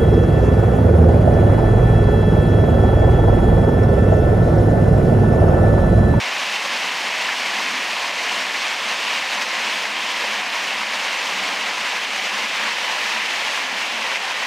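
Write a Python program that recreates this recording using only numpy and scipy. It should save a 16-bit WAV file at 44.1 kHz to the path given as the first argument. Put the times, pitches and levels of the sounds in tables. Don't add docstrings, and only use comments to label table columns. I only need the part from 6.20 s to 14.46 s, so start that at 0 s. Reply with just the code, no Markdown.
import sys
import numpy as np
from scipy import signal
from scipy.fft import rfft, irfft, next_fast_len
from scipy.io import wavfile
from scipy.ndimage import uniform_filter1d, map_coordinates

SR = 44100
rng = np.random.default_rng(int(sys.argv[2]) if len(sys.argv) > 2 else 0)


def wav_record(signal):
    frames = np.transpose(np.atleast_2d(signal))
    bounded = np.clip(frames, -1, 1)
    quanta = np.round(bounded * 32767).astype(np.int16)
    wavfile.write(sys.argv[1], SR, quanta)


def nominal_scale(level):
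    x = np.asarray(level, float) / 20
    return 10 ** x


N = 364266


def unit(x):
    return x / np.sqrt(np.mean(x ** 2) + 1e-20)


def along(points, hz):
    f, v = np.transpose(points)
    return np.interp(np.log(hz + 1), np.log(f + 1), v)


def wobble(rate):
    knots = rng.standard_normal(int(N * rate / SR) + 4)
    return map_coordinates(knots, [np.arange(N) * rate / SR])


def filtered(x, response):
    m = next_fast_len(len(x) + 8192)
    return irfft(rfft(x, m) * response(np.fft.rfftfreq(m, 1 / SR)), m)[:len(x)]


def after(events, shape, length):
    starts = [round(s * SR) for s, _ in events]
    kicks = np.bincount(starts, [size for _, size in events], N)
    return signal.fftconvolve(kicks, shape(np.arange(length) / SR))[:N]


def churn(patchy_db, wide, long):
    z = signal.stft(rng.standard_normal(N + SR), nperseg=512)[2]
    field = uniform_filter1d(rng.standard_normal(z.shape), int(wide), axis=0)
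    field = uniform_filter1d(field, int(long), axis=1)
    return unit(signal.istft(z * nominal_scale(patchy_db * unit(field)), nperseg=512)[1][:N])


def bubbles(count, low_hz, high_hz, cycles, scatter_db):
    draw = rng.random((count, 3))
    hz = low_hz + (high_hz - low_hz) * draw[:, 1:2]
    t = np.arange(320) / SR
    age = t * hz / cycles
    size = nominal_scale(-scatter_db * np.log(draw[:, 2:] + 1e-4)) * np.sqrt(hz)
    envelope = np.exp(-3 * age) * (1 - np.exp(-20 * age))
    wave = size * envelope * np.sin(2 * np.pi * hz * t * (1 + 0.11 * age))
    at = (draw[:, :1] * N).astype(int) + np.arange(320)
    return unit(np.bincount(at.ravel(), wave.ravel(), N + 320)[:N])


# (frequency [Hz], t60 [s])
TUNNEL_DECAY = [(200, 1.5), (2000, 1.25), (10000, 0.31)]


def echo(x):
    hz, t, z = signal.stft(rng.standard_normal(SR), SR, nperseg=256)
    fade = nominal_scale(-60 * t / along(TUNNEL_DECAY, hz)[:, None])
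    tail = signal.istft(z * fade, SR, nperseg=256)[1]
    return unit(irfft(rfft(x) * rfft(tail, N), N))


# (frequency [Hz], level [dB per Hz])
RUSH_COLOUR = [(25, -44.5), (158, -25), (190, -16.5), (357, -17), (430, -13), (510, -10), (780, -5.5),
               (1000, -2.5), (1350, -7), (1750, -1.5), (2300, 0.5), (3100, -1), (3500, -4), (5500, -19)]


def rush_and_gurgle():
    near = bubbles(count=9000, low_hz=394, high_hz=4260, cycles=5.3, scatter_db=2.0)
    body = unit(churn(0.24, 5, 6) + 0.24 * near + 0.18 * echo(near))
    colour = lambda hz: nominal_scale(along(RUSH_COLOUR, hz))
    deep = lambda hz: 1 / (1 + (hz / 1350) ** 8)
    below_spray = lambda hz: 1 / (1 + (hz / 3600) ** 8)
    gurgle = unit(filtered(body, lambda hz: colour(hz) * deep(hz)))
    rush = unit(filtered(body, lambda hz: colour(hz) * (1 - deep(hz)) * below_spray(hz)))
    return rush, gurgle


# (frequency [Hz], level [dB per Hz])
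SPRAY_COLOUR = [(2000, 8), (3500, 2), (5000, -4), (6200, -7.5), (8000, -15.5), (11000, -24), (14500, -30),
                (15700, -33)]


def spray():
    drops = bubbles(count=6000, low_hz=2940, high_hz=15000, cycles=2.6, scatter_db=2.5)
    fizz = unit(churn(0.4, 26, 5.4) + 0.21 * drops)
    above_rush = lambda hz: 1 / (1 + (3400 / (hz + 1)) ** 8)
    spatter = nominal_scale(0.4 * wobble(7.9) + 0.37 * wobble(40))
    return spatter * unit(filtered(fizz, lambda hz: nominal_scale(along(SPRAY_COLOUR, hz)) * above_rush(hz)))


# (time [s], level [dB])
FLOW = [(0.0, -26.5), (0.75, -26.1), (1.5, -26.5), (2.25, -25.5), (3.0, -26.0), (3.75, -26), (4.51, -26.1),
        (5.26, -26), (6.01, -25.5), (6.76, -25), (7.51, -26), (8.26, -26)]


def flow_db():
    return np.interp(np.arange(N) / SR, *np.transpose(FLOW))


def water():
    t = np.arange(N) / SR
    rush_db = flow_db()
    mean_db = rush_db.mean()
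    rush, gurgle = rush_and_gurgle()
    spray_db = -5 - 0.1362 * t
    bright = nominal_scale(rush_db) * (rush + nominal_scale(spray_db) * spray())
    follow = 0.53
    gurgle_db = mean_db - 5.5 + follow * (rush_db - mean_db) + 0.4 * wobble(3.72)
    surge = nominal_scale(0.22 * wobble(13) + 0.16 * wobble(30) + 0.4 * wobble(90))
    return surge * (bright + nominal_scale(gurgle_db) * gurgle)


# (time the gain control reacts [s], swell of the rush [dB], drop of the gain [dB])
SPLASHES = [(0.366, 2, 4), (0.662, 0.2, 3), (0.886, -0.5, 4.5), (1.03, 1, -1), (1.91, -1, 5.5),
            (2.254, -2, 4), (2.542, -0.5, 4.5), (2.726, 1.5, 1), (2.998, 0, 3), (3.15, 1, 0),
            (3.238, 2.1, 4.5), (3.478, 2, -1.5), (3.67, -1, 7), (3.726, 1.5, 2), (4.214, 0, 4.5),
            (4.358, 1.5, 1), (4.63, 0.9, 4.4), (4.95, 1.2, 2.5), (5.502, 0.1, 4), (5.782, 0.5, 4.5),
            (5.854, 1.2, 4.5), (6.094, -1, 3.5), (6.262, -0.5, 5), (6.534, 0, 3.9), (6.742, 0.2, 3.4),
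            (7.454, -0.5, 3.5), (7.974, -0.5, 7.5), (8.126, 1, 3)]
REACT_S = 0.0161


def splashes():
    slap = lambda t: np.exp(-t / 0.002) * np.sin(2 * np.pi * 2100 * t)
    slaps = [(max(s - REACT_S, 0), nominal_scale(2.2 * drop_db - 27)) for s, _, drop_db in SPLASHES]
    rings = after(slaps, slap, 400)
    return filtered(rings, lambda hz: 1 / (1 + (700 / (hz + 1)) ** 4))


def splash_swell_db():
    bump = lambda t: np.sin(np.pi * t * SR / 2000) ** 2
    swells = [(max(s - REACT_S - 1000 / SR, 0), swell_db) for s, swell_db, _ in SPLASHES]
    return after(swells, bump, 2000)


# (time [s], pitch [Hz], level [dB], length [s])
GULPS = [(.5, 237, -44.5, 0.11), (2.1, 212, -47, 0.13), (2.657, 218, -44.5, 0.093), (4.047, 215, -47, 0.17),
         (4.56, 218, -44, 0.17), (5.106, 190, -43, 0.17), (5.22, 283, -43.5, .2), (6.187, 229, -41.5, 0.13),
         (6.38, 217, -44, 0.16), (6.93, 223, -44, 0.1), (7.44, 257, -45, 0.11), (7.724, 222.5, -43, 0.14)]


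def gulps():
    t = np.arange(N) / SR
    out = np.zeros(N)
    for start, hz, db, length in GULPS:
        age = np.clip(3 * (t - start) / length, 0, 9)
        out += nominal_scale(db) * age * np.exp(1 - age) * np.sin(2 * np.pi * hz * t)
    return out


# (frequency [Hz], width [Hz], level [dB])
CROSS_MODES = [(190, 8.6, -28), (213.4, 20, 4), (257, 30, 3), (293, 21, -6.5), (325, 22, -1.5)]


def hum():
    modes = lambda f: sum(nominal_scale(db) * 1j * f * w / (c * c - f * f + 1j * f * w) for c, w, db in CROSS_MODES)
    cut_on = lambda f: 1 / (1 + (172 / (f + 1)) ** 12)
    ringing = filtered(rng.standard_normal(N), lambda f: modes(f) * cut_on(f))
    sway = nominal_scale(2.5 * wobble(4))
    return nominal_scale(flow_db().mean() - 23) * unit(ringing * sway)


def scene():
    mono = nominal_scale(splash_swell_db()) * (water() + hum()) + splashes() + gulps()
    return np.array([mono, mono])


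# (time [s], centre [Hz])
SIDE_FLECKS = [(.024, 7600), (.024, 10300), (.628, 7000), (.628, 8900), (.628, 14900), (1.043, 6600),
               (1.043, 13800), (2.065, 10600), (2.766, 8600), (2.766, 13700), (2.879, 4700), (3.182, 6950),
               (3.319, 4740), (3.319, 8300), (3.319, 11700), (3.946, 7550), (4.274, 5150), (4.274, 11700),
               (4.274, 13800), (4.388, 9600), (4.993, 6300), (4.993, 8250), (4.993, 11000), (5.687, 6950),
               (5.687, 12400), (6.059, 4680), (6.059, 8950), (6.13, 15000), (6.152, 6950), (6.152, 13750)]


def side_flecks(mono):
    first, spacing = 1015, 1024
    mid, side, other = mono.copy(), np.zeros(N), np.roll(mono, SR)
    fade = np.hanning(1600)
    for s, centre_hz in SIDE_FLECKS:
        centre = first + spacing * round((s * SR - first) / spacing)
        at = slice(centre - 800, centre + 800)
        width_hz = min(0.22 * centre_hz, 1800)
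        band = lambda hz: abs(hz - centre_hz) < width_hz / 2
        mid[at] -= 0.25 * fade * filtered(mono[at], band)
        side[at] += fade * filtered(other[at], band)
    return np.array([mid + side, mid - side])


def top_cut(x):
    return signal.sosfilt(signal.butter(12, 16410, fs=SR, output="sos"), x)


def record(dry):
    grab_s, recover_s = 0.0057, 0.068
    duck = lambda t: (1 - np.exp(-t / grab_s)) * np.exp(-t / recover_s)
    duck_db = after([(s, drop_db) for s, _, drop_db in SPLASHES], duck, SR // 2)
    mono = filtered(dry[0] * nominal_scale(0.96 - 0.63 * duck_db), lambda hz: hz < 15740)
    return top_cut(side_flecks(mono))


dry = scene()
out = record(dry)
wav_record(out)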